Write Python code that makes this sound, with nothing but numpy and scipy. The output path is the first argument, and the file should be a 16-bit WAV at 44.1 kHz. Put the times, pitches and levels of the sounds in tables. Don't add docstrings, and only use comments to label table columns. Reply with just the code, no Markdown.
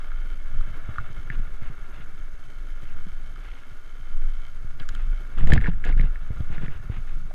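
import sys
import numpy as np
from scipy import signal
from scipy.fft import rfft, irfft
from scipy.io import wavfile
from scipy.ndimage import uniform_filter1d

SR = 44100
rng = np.random.default_rng(int(sys.argv[2]) if len(sys.argv) > 2 else 0)


def master(y):
    cut = np.clip(np.atleast_2d(y).T, -1, 1)
    pcm = np.round(cut * 32767)
    wavfile.write(sys.argv[1], SR, pcm.astype(np.int16))


N = 323694

# t/s, harness sway level/dB, wind and shaking rumble level/dB
BODY_MOTION = [(0.0, -22, -49.5), (0.39, -24.5, -38.5), (0.59, -14.5, -36.5), (0.73, -24.5, -39),
               (1.53, -25, -36), (2.69, -28, -46.5), (2.98, -20.5, -38.5), (3.3, -30, -43),
               (3.98, -32.5, -46), (4.18, -12, -40.5), (4.5, -27.5, -42), (5.1, -18.5, -33.5),
               (5.31, -33, -43), (5.43, -1.5, -14), (5.54, -5.5, -8.5), (5.8, -14, -28), (6.04, -8, -21),
               (6.15, -26.5, -37), (6.68, -18, -34), (6.84, -30, -35), (7.33, -21, -38)]
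# f/Hz, relative density level/dB (per Hz)
RUMBLE_SPECTRUM = [(13, -76), (22, -7.5), (35, -6.5), (41, -8.5), (48, -19.5), (132, -26), (300, -47.5),
                   (660, -120)]
# t/s, level/dB
TYRE_ROLL = [(0.0, -50.5), (0.4, -54.5), (0.92, -48), (1.3, -53), (2.3, -55), (4.65, -56), (5.37, -52.5),
             (5.55, -42), (5.67, -50.5), (7.33, -56.5)]
# f/Hz, relative density level/dB (per Hz)
DRONE_SPECTRUM = [(120, -38), (200, 2), (400, -0.5), (800, -12.5), (1500, -5), (2800, -21), (4500, -30.5),
                  (7000, -33.5)]
# f/Hz, width/Hz, relative level/dB
CASE_MODES = [(598, 56, 1), (753, 125, -2.5), (1226, 195, 2.5), (1423.5, 73, 10), (1656, 135, 3),
              (1763, 103, 2), (2142, 210, 0.5), (2274, 145, 1), (2663, 110, -6.5), (3082, 79, -3.5),
              (3410, 86, -3), (3835, 78, -4)]
# start t/s, end t/s, mean tick rate/(1/s)
COASTING = [(0.0, 0.8, 73), (1.08, 1.29, 59), (2.04, 2.26, 45), (2.4, 4.6, 62), (4.9, 5.3, 65)]
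# f/Hz, relative density level/dB (per Hz)
HISS_SPECTRUM = [(2000, -0.5), (4500, -0.5), (6000, -3.5), (9500, -9.5), (11200, -5), (12300, -16),
                 (14600, -39), (15300, -37)]
# t/s, peak level of the ring/dB, struck region f/Hz,
# crack level re that peak/dB, treble level re the rest of the crack/dB
KNOCK_EVENTS = [(0.1168, -33, 1390, -17, -15), (0.609, -34, 1330, -13, -13),
                (0.9582, -32.5, 1350, -30, -15), (0.9832, -18.5, 1320, -30, -10),
                (1.301, -20, 1800, -26, -20), (3.36, -37, 1360, -18, -20), (3.515, -42, 2144, -5, -25),
                (4.798, -44, 1500, 7.5, -20), (4.8893, -31.5, 1510, -1, -3.5),
                (4.9497, -34.5, 1470, -1.5, -7), (5.3837, -33, 1250, -9, -7), (5.472, -25, 1750, -8, -4.5),
                (5.5028, -26, 1940, -4, -19), (5.5203, -5.5, 1790, -18, -32), (5.529, -30, 1910, -11, -6),
                (5.5345, -9, 1950, -6.5, -6.5), (5.5485, -44, 1800, -8, -2), (5.5525, -34, 1420, -14, 6),
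                (5.5625, -33, 1550, -20, -1), (5.5725, -34, 1680, -17, -4), (5.5769, -10.5, 1800, -21, -27),
                (5.6388, -22, 1890, -21, -25), (5.6434, -16.5, 1870, -33, -29),
                (5.649, -26, 1800, -29, -25), (5.6588, -15.5, 1660, -23, -27),
                (5.668, -17.5, 1880, -18, -25), (5.6734, -27.5, 970, -15.5, -1),
                (5.689, -41, 1560, -17, -23), (5.8404, -20, 1850, -18, -15),
                (5.8493, -29.5, 1770, -5.5, -4.5), (5.8745, -27, 1770, -16, -10),
                (5.8832, -32, 1550, -17, -6), (5.8903, -29, 1880, -14, -6), (5.8983, -36, 1430, -16, -7),
                (5.9103, -38, 1900, -15, -19), (5.9254, -26.5, 1980, -25, -15),
                (5.977, -33.5, 1610, -13, -21.5), (5.9958, -21.5, 1980, -26.5, -17),
                (6.0094, -26.5, 2000, -10, -12), (6.0342, -34, 1710, -20, -20.5),
                (6.1574, -31.5, 1830, -27, -23), (6.3705, -39, 1350, -17, -20), (6.405, -42, 650, -8, -25),
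                (6.5804, -32.5, 1980, -30, -18), (6.6812, -31.5, 1890, -32.5, -20),
                (7.308, -38, 660, -31, -12)]
# f/Hz, width/Hz, relative level/dB
CORNER_MODES = [(3150, 320, 6), (3910, 240, 1), (4650, 390, -3.5)]
# f/Hz, width/Hz, relative level/dB
CLIP_MODES = [(4920, 100, -6), (6170, 400, -4), (6760, 390, 3), (7200, 340, 1), (8570, 1200, -6),
              (12900, 1100, -13.5)]
# t/s, peak level of the push/dB, ring f/Hz
THUD_EVENTS = [(.603, -33.5, 106), (.890, -25, 103), (.984, -33.5, 93), (1.102, -35, 111),
               (1.302, -27, 125.5), (1.395, -33.5, 156), (1.622, -29.5, 106), (1.700, -30.5, 124),
               (2.0, -37, 130), (2.83, -34, 113), (3.067, -32.5, 173), (4.646, -31.5, 102.2),
               (4.806, -37, 125), (5.376, -28.5, 152), (5.438, -13, 116), (5.472, -15.5, 165),
               (5.5, -16, 152), (5.516, -22, 196), (5.5285, -0.5, 136), (5.549, -12, 136),
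               (5.578, -11.5, 111), (5.685, -9.5, 166.4), (5.909, -32, 121), (5.968, -21, 120),
               (5.997, -15, 134), (6.04, -19.5, 135), (6.305, -21, 101), (6.405, -20.5, 96.5),
               (6.502, -27, 118), (6.613, -29, 116), (6.6335, -22, 142), (6.580, -27.5, 139),
               (6.682, -26.5, 134), (6.898, -20.5, 99)]
# t/s, length/s, level/dB
SCRAPE_STROKES = [(1.308, 0.06, -51), (1.592, 0.12, -52.5), (1.908, 0.15, -54.5), (2.828, 0.11, -59.5),
                  (3.398, 0.25, -55.5), (4.787, 0.042, -49), (4.876, 0.19, -54.5), (5.361, 0.1, -44),
                  (5.447, 0.16, -34), (5.589, 0.13, -44), (5.629, 0.086, -46.5), (5.831, 0.099, -41),
                  (5.967, 0.13, -48.5), (6.491, 0.1, -49.5), (6.605, 0.072, -48.5), (6.682, 0.12, -56.5),
                  (6.883, 0.13, -53), (7.06, 0.098, -55.5)]

SWAY_HZ = 13
COAST_FADE_S, TICK_DB = 0.047, -64
WHINE_HZ, BURSTS_PER_S = 6440, 47.97
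BURST_START, BURST_SHARE = .055, .33
WHINE_DB, OCTAVE_DB, HISS_DB = -68.5, -75.5, -66
SPOT_WIDTH = 0.42
RATTLE_DB, RATTLE_SPREAD_DB = 1, 11
RATTLE_LOW_HZ, RATTLE_HIGH_HZ = 1340, 1970
RATTLE_CRACK_DB, RATTLE_TREBLE_DB = -18, -4
EDGE_HZ = 15400


def gain_of(db):
    return 10 ** (np.asarray(db) / 20)


def evened(x):
    return x / np.sqrt(np.mean(x ** 2) + 1e-20)


def curves(rows):
    s, *columns = np.transpose(rows)
    return [np.interp(np.arange(N) / SR, s, c) for c in columns]


def add(mix, s, sound):
    part = mix[round(s * SR):][:len(sound)]
    part += sound[:len(part)]


def slow(per_s):
    spectrum = rfft(rng.standard_normal(N)) / (1 + (np.fft.rfftfreq(N, 1 / SR) / per_s) ** 4)
    return evened(irfft(spectrum, N))


def coloured(points):
    f, db = np.transpose(points)
    hz = np.fft.rfftfreq(N, 1 / SR)
    level = np.interp(np.log(hz + 1), np.log(f + 1), db)
    return evened(irfft(rfft(rng.standard_normal(N)) * gain_of(level), N))


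def resonate(x, hz, width):
    b, a = signal.iirpeak(hz, hz / width, SR)
    return signal.lfilter(b, a, x)


def muffled(x, hz):
    return signal.sosfilt(signal.butter(N=4, Wn=hz, fs=SR, output="sos"), x)


def grit(per_s, spread_db):
    size = gain_of(spread_db * np.minimum(rng.exponential(1, N), 3.5))
    struck = rng.random(N) < per_s / SR
    return evened(size * struck * rng.standard_normal(N))


def case(drive, tilt_db):
    rings = sum((-1) ** k * gain_of(db + tilt_db * np.log2(hz / 1500)) * resonate(drive, hz, width)
                for k, (hz, width, db) in enumerate(CASE_MODES))
    return evened(muffled(rings, 3090))


def sway():
    hz = SWAY_HZ * gain_of(2.9 * slow(2.485))
    angle = 2 * np.pi * (np.cumsum(hz) / SR + rng.random())
    swing = np.sin(angle) + 0.12 * slow(4.4) * np.sin(2 * angle)
    return gain_of(curves(BODY_MOTION)[0] + 2.2 * slow(7.1)) * evened(swing)


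def rumble():
    noise = coloured(RUMBLE_SPECTRUM) * gain_of(4 * slow(25))
    steady = noise / np.sqrt(uniform_filter1d(noise ** 2, 9000))
    return gain_of(curves(BODY_MOTION)[1]) * steady


def tyres():
    drive = (grit(2500, 3.4) + 0.68 * rng.standard_normal(N)) * gain_of(slow(27))
    drone = gain_of(-4.5 + 3.5 * slow(26.3)) * coloured(DRONE_SPECTRUM)
    return gain_of(curves(TYRE_ROLL)[0]) * (case(drive, 0.1) + drone)


def freewheel():
    t = np.arange(N) / SR
    coasting = sum(np.clip(np.minimum(t - start, end - t) / COAST_FADE_S, 0, 1)
                   for start, end, _ in COASTING)
    times = np.ravel([row[:2] for row in COASTING])
    per_s = np.interp(t, times, np.repeat([row[-1] for row in COASTING], 2))
    uneven = 1 + 0.034 * slow(30) + .04 * slow(1.5)
    teeth = np.diff(np.floor(np.cumsum(per_s * uneven) / SR), prepend=0)
    snaps = teeth * gain_of(2 * rng.standard_normal(N))
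    hub = resonate(snaps, 3080, 72) + 0.89 * resonate(snaps, 2160, 140) + 0.5 * resonate(snaps, 1370, 130)
    return gain_of(TICK_DB + 2.5 * slow(7.2)) * coasting * evened(muffled(hub, 11000))


def electronics():
    t = np.arange(N) / SR
    frame = t * BURSTS_PER_S + BURST_START
    on = uniform_filter1d(1. * (frame % 1 < BURST_SHARE), 40)
    size = gain_of(2.1 * rng.standard_normal((400, 2)))[frame.astype(int)]
    angle = 2 * np.pi * WHINE_HZ * (frame % 2) / BURSTS_PER_S
    tone = gain_of(WHINE_DB) * size[:, 0] * np.sin(angle)
    octave = gain_of(OCTAVE_DB) * size[:, 1] * np.sin(2 * angle + 1.3 * slow(40))
    hiss = gain_of(HISS_DB + 1.3 * slow(33)) * coloured(HISS_SPECTRUM)
    return on * (tone + octave) + hiss


def crack_modes(snap, modes):
    rings = sum(gain_of(level) * resonate(resonate(snap, f, 3 * width), f, width)
                for f, width, level in modes)
    return rings / abs(rings).max()


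def knock(db, hz, crack_db, treble_db, noise):
    t = np.arange(len(noise)) / SR
    rebounds = noise * (0.068 * np.exp(-t / 0.0036) + 0.022 * np.exp(-t / 0.0056))
    spot = (1 - np.exp(-t / 0.00006)) * (np.exp(-t / 0.00015) + rebounds)
    for _ in range(3):
        spot = resonate(spot, hz, SPOT_WIDTH * hz)
    spot = signal.sosfilt(signal.butter(N=4, Wn=0.75 * hz, btype="high", fs=SR, output="sos"), spot)
    ring = 0.67 * spot + sum(gain_of(-3.5 + 0.56 * level) * resonate(spot, f, 0.58 * width)
                             for f, width, level in CASE_MODES)
    snap = (t == 0) + 0.2 * noise * gain_of(-60 * t / 0.018)  # click, then noise falling 60 dB in 18 ms
    crack = crack_modes(snap, CORNER_MODES) + gain_of(treble_db) * crack_modes(snap, CLIP_MODES)
    return gain_of(db) * (ring / abs(ring).max() + gain_of(crack_db) * crack)


def thud(db, hz, noise):
    t = np.arange(len(noise)) / SR
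    start = (1 - np.exp(-t / 0.00053)) ** 2
    push = np.sin(2 * np.pi * hz * t) * start * (np.exp(-t / 0.0094) + 0.077 * np.exp(-t / 0.023))
    chest = np.sin(2 * np.pi * 62 * t) * start * np.exp(-t / 0.013)
    puff = resonate(muffled(noise, 910), 300, 260) * start * np.exp(-t / 0.0032)
    total = push / abs(push).max() + (105 / hz) ** 2 * chest + 0.086 * puff / abs(puff).max()
    return -gain_of(db) * total


def scrapes():
    strokes = np.zeros(N)
    for s, length, db in SCRAPE_STROKES:
        add(strokes, s, gain_of(db) * signal.windows.tukey(round(length * SR), .55))
    drive = (grit(4000, 3.1) + rng.standard_normal(N)) * gain_of(2.4 * slow(62))
    wide = evened(resonate(muffled(drive, 2980), 2460, 2650))
    force = strokes / strokes.max()
    body = evened(resonate(muffled(drive, 840), 262, 320)) * force ** 0.5
    return strokes * (evened(case(drive, 0.69) + 1.4 * wide) + 2.54 * body)


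def rattles(count=7):
    rows = []
    for (s, length, db), draws in zip(SCRAPE_STROKES, rng.random((len(SCRAPE_STROKES), count, 3))):
        for when, size, where in draws:
            moment = s + length * (0.13 + when)
            level = db + RATTLE_DB + RATTLE_SPREAD_DB * size
            hz = RATTLE_LOW_HZ + (RATTLE_HIGH_HZ - RATTLE_LOW_HZ) * where
            rows.append((moment, level, hz, RATTLE_CRACK_DB, RATTLE_TREBLE_DB))
    return rows


def scene():
    mix = sway() + rumble() + tyres() + freewheel() + electronics() + scrapes()
    for table, sound in (KNOCK_EVENTS, knock), (THUD_EVENTS, thud), (rattles(), knock):
        for row, noise in zip(table, rng.standard_normal((len(table), 5000))):
            add(mix, row[0], sound(*row[1:], noise))
    return mix[None]


def record(dry):
    power_db = 10 * np.log10(abs(uniform_filter1d(dry[0] ** 2, 3000)) + 1e-12)
    fall = np.arange(N) * 21.0 / SR
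    held_db = np.maximum.accumulate(power_db + fall) - fall
    over_db = np.maximum(held_db + 16.0, 0)
    reduction_db = 0.41 * uniform_filter1d(over_db, 600)
    ducked = np.clip(dry / gain_of(reduction_db), -.97, .97)
    band_limit = signal.firwin(511, EDGE_HZ, window=("kaiser", 9), fs=SR)
    return signal.oaconvolve(ducked, band_limit[None], "same")


dry = scene()
out = record(dry)
master(out)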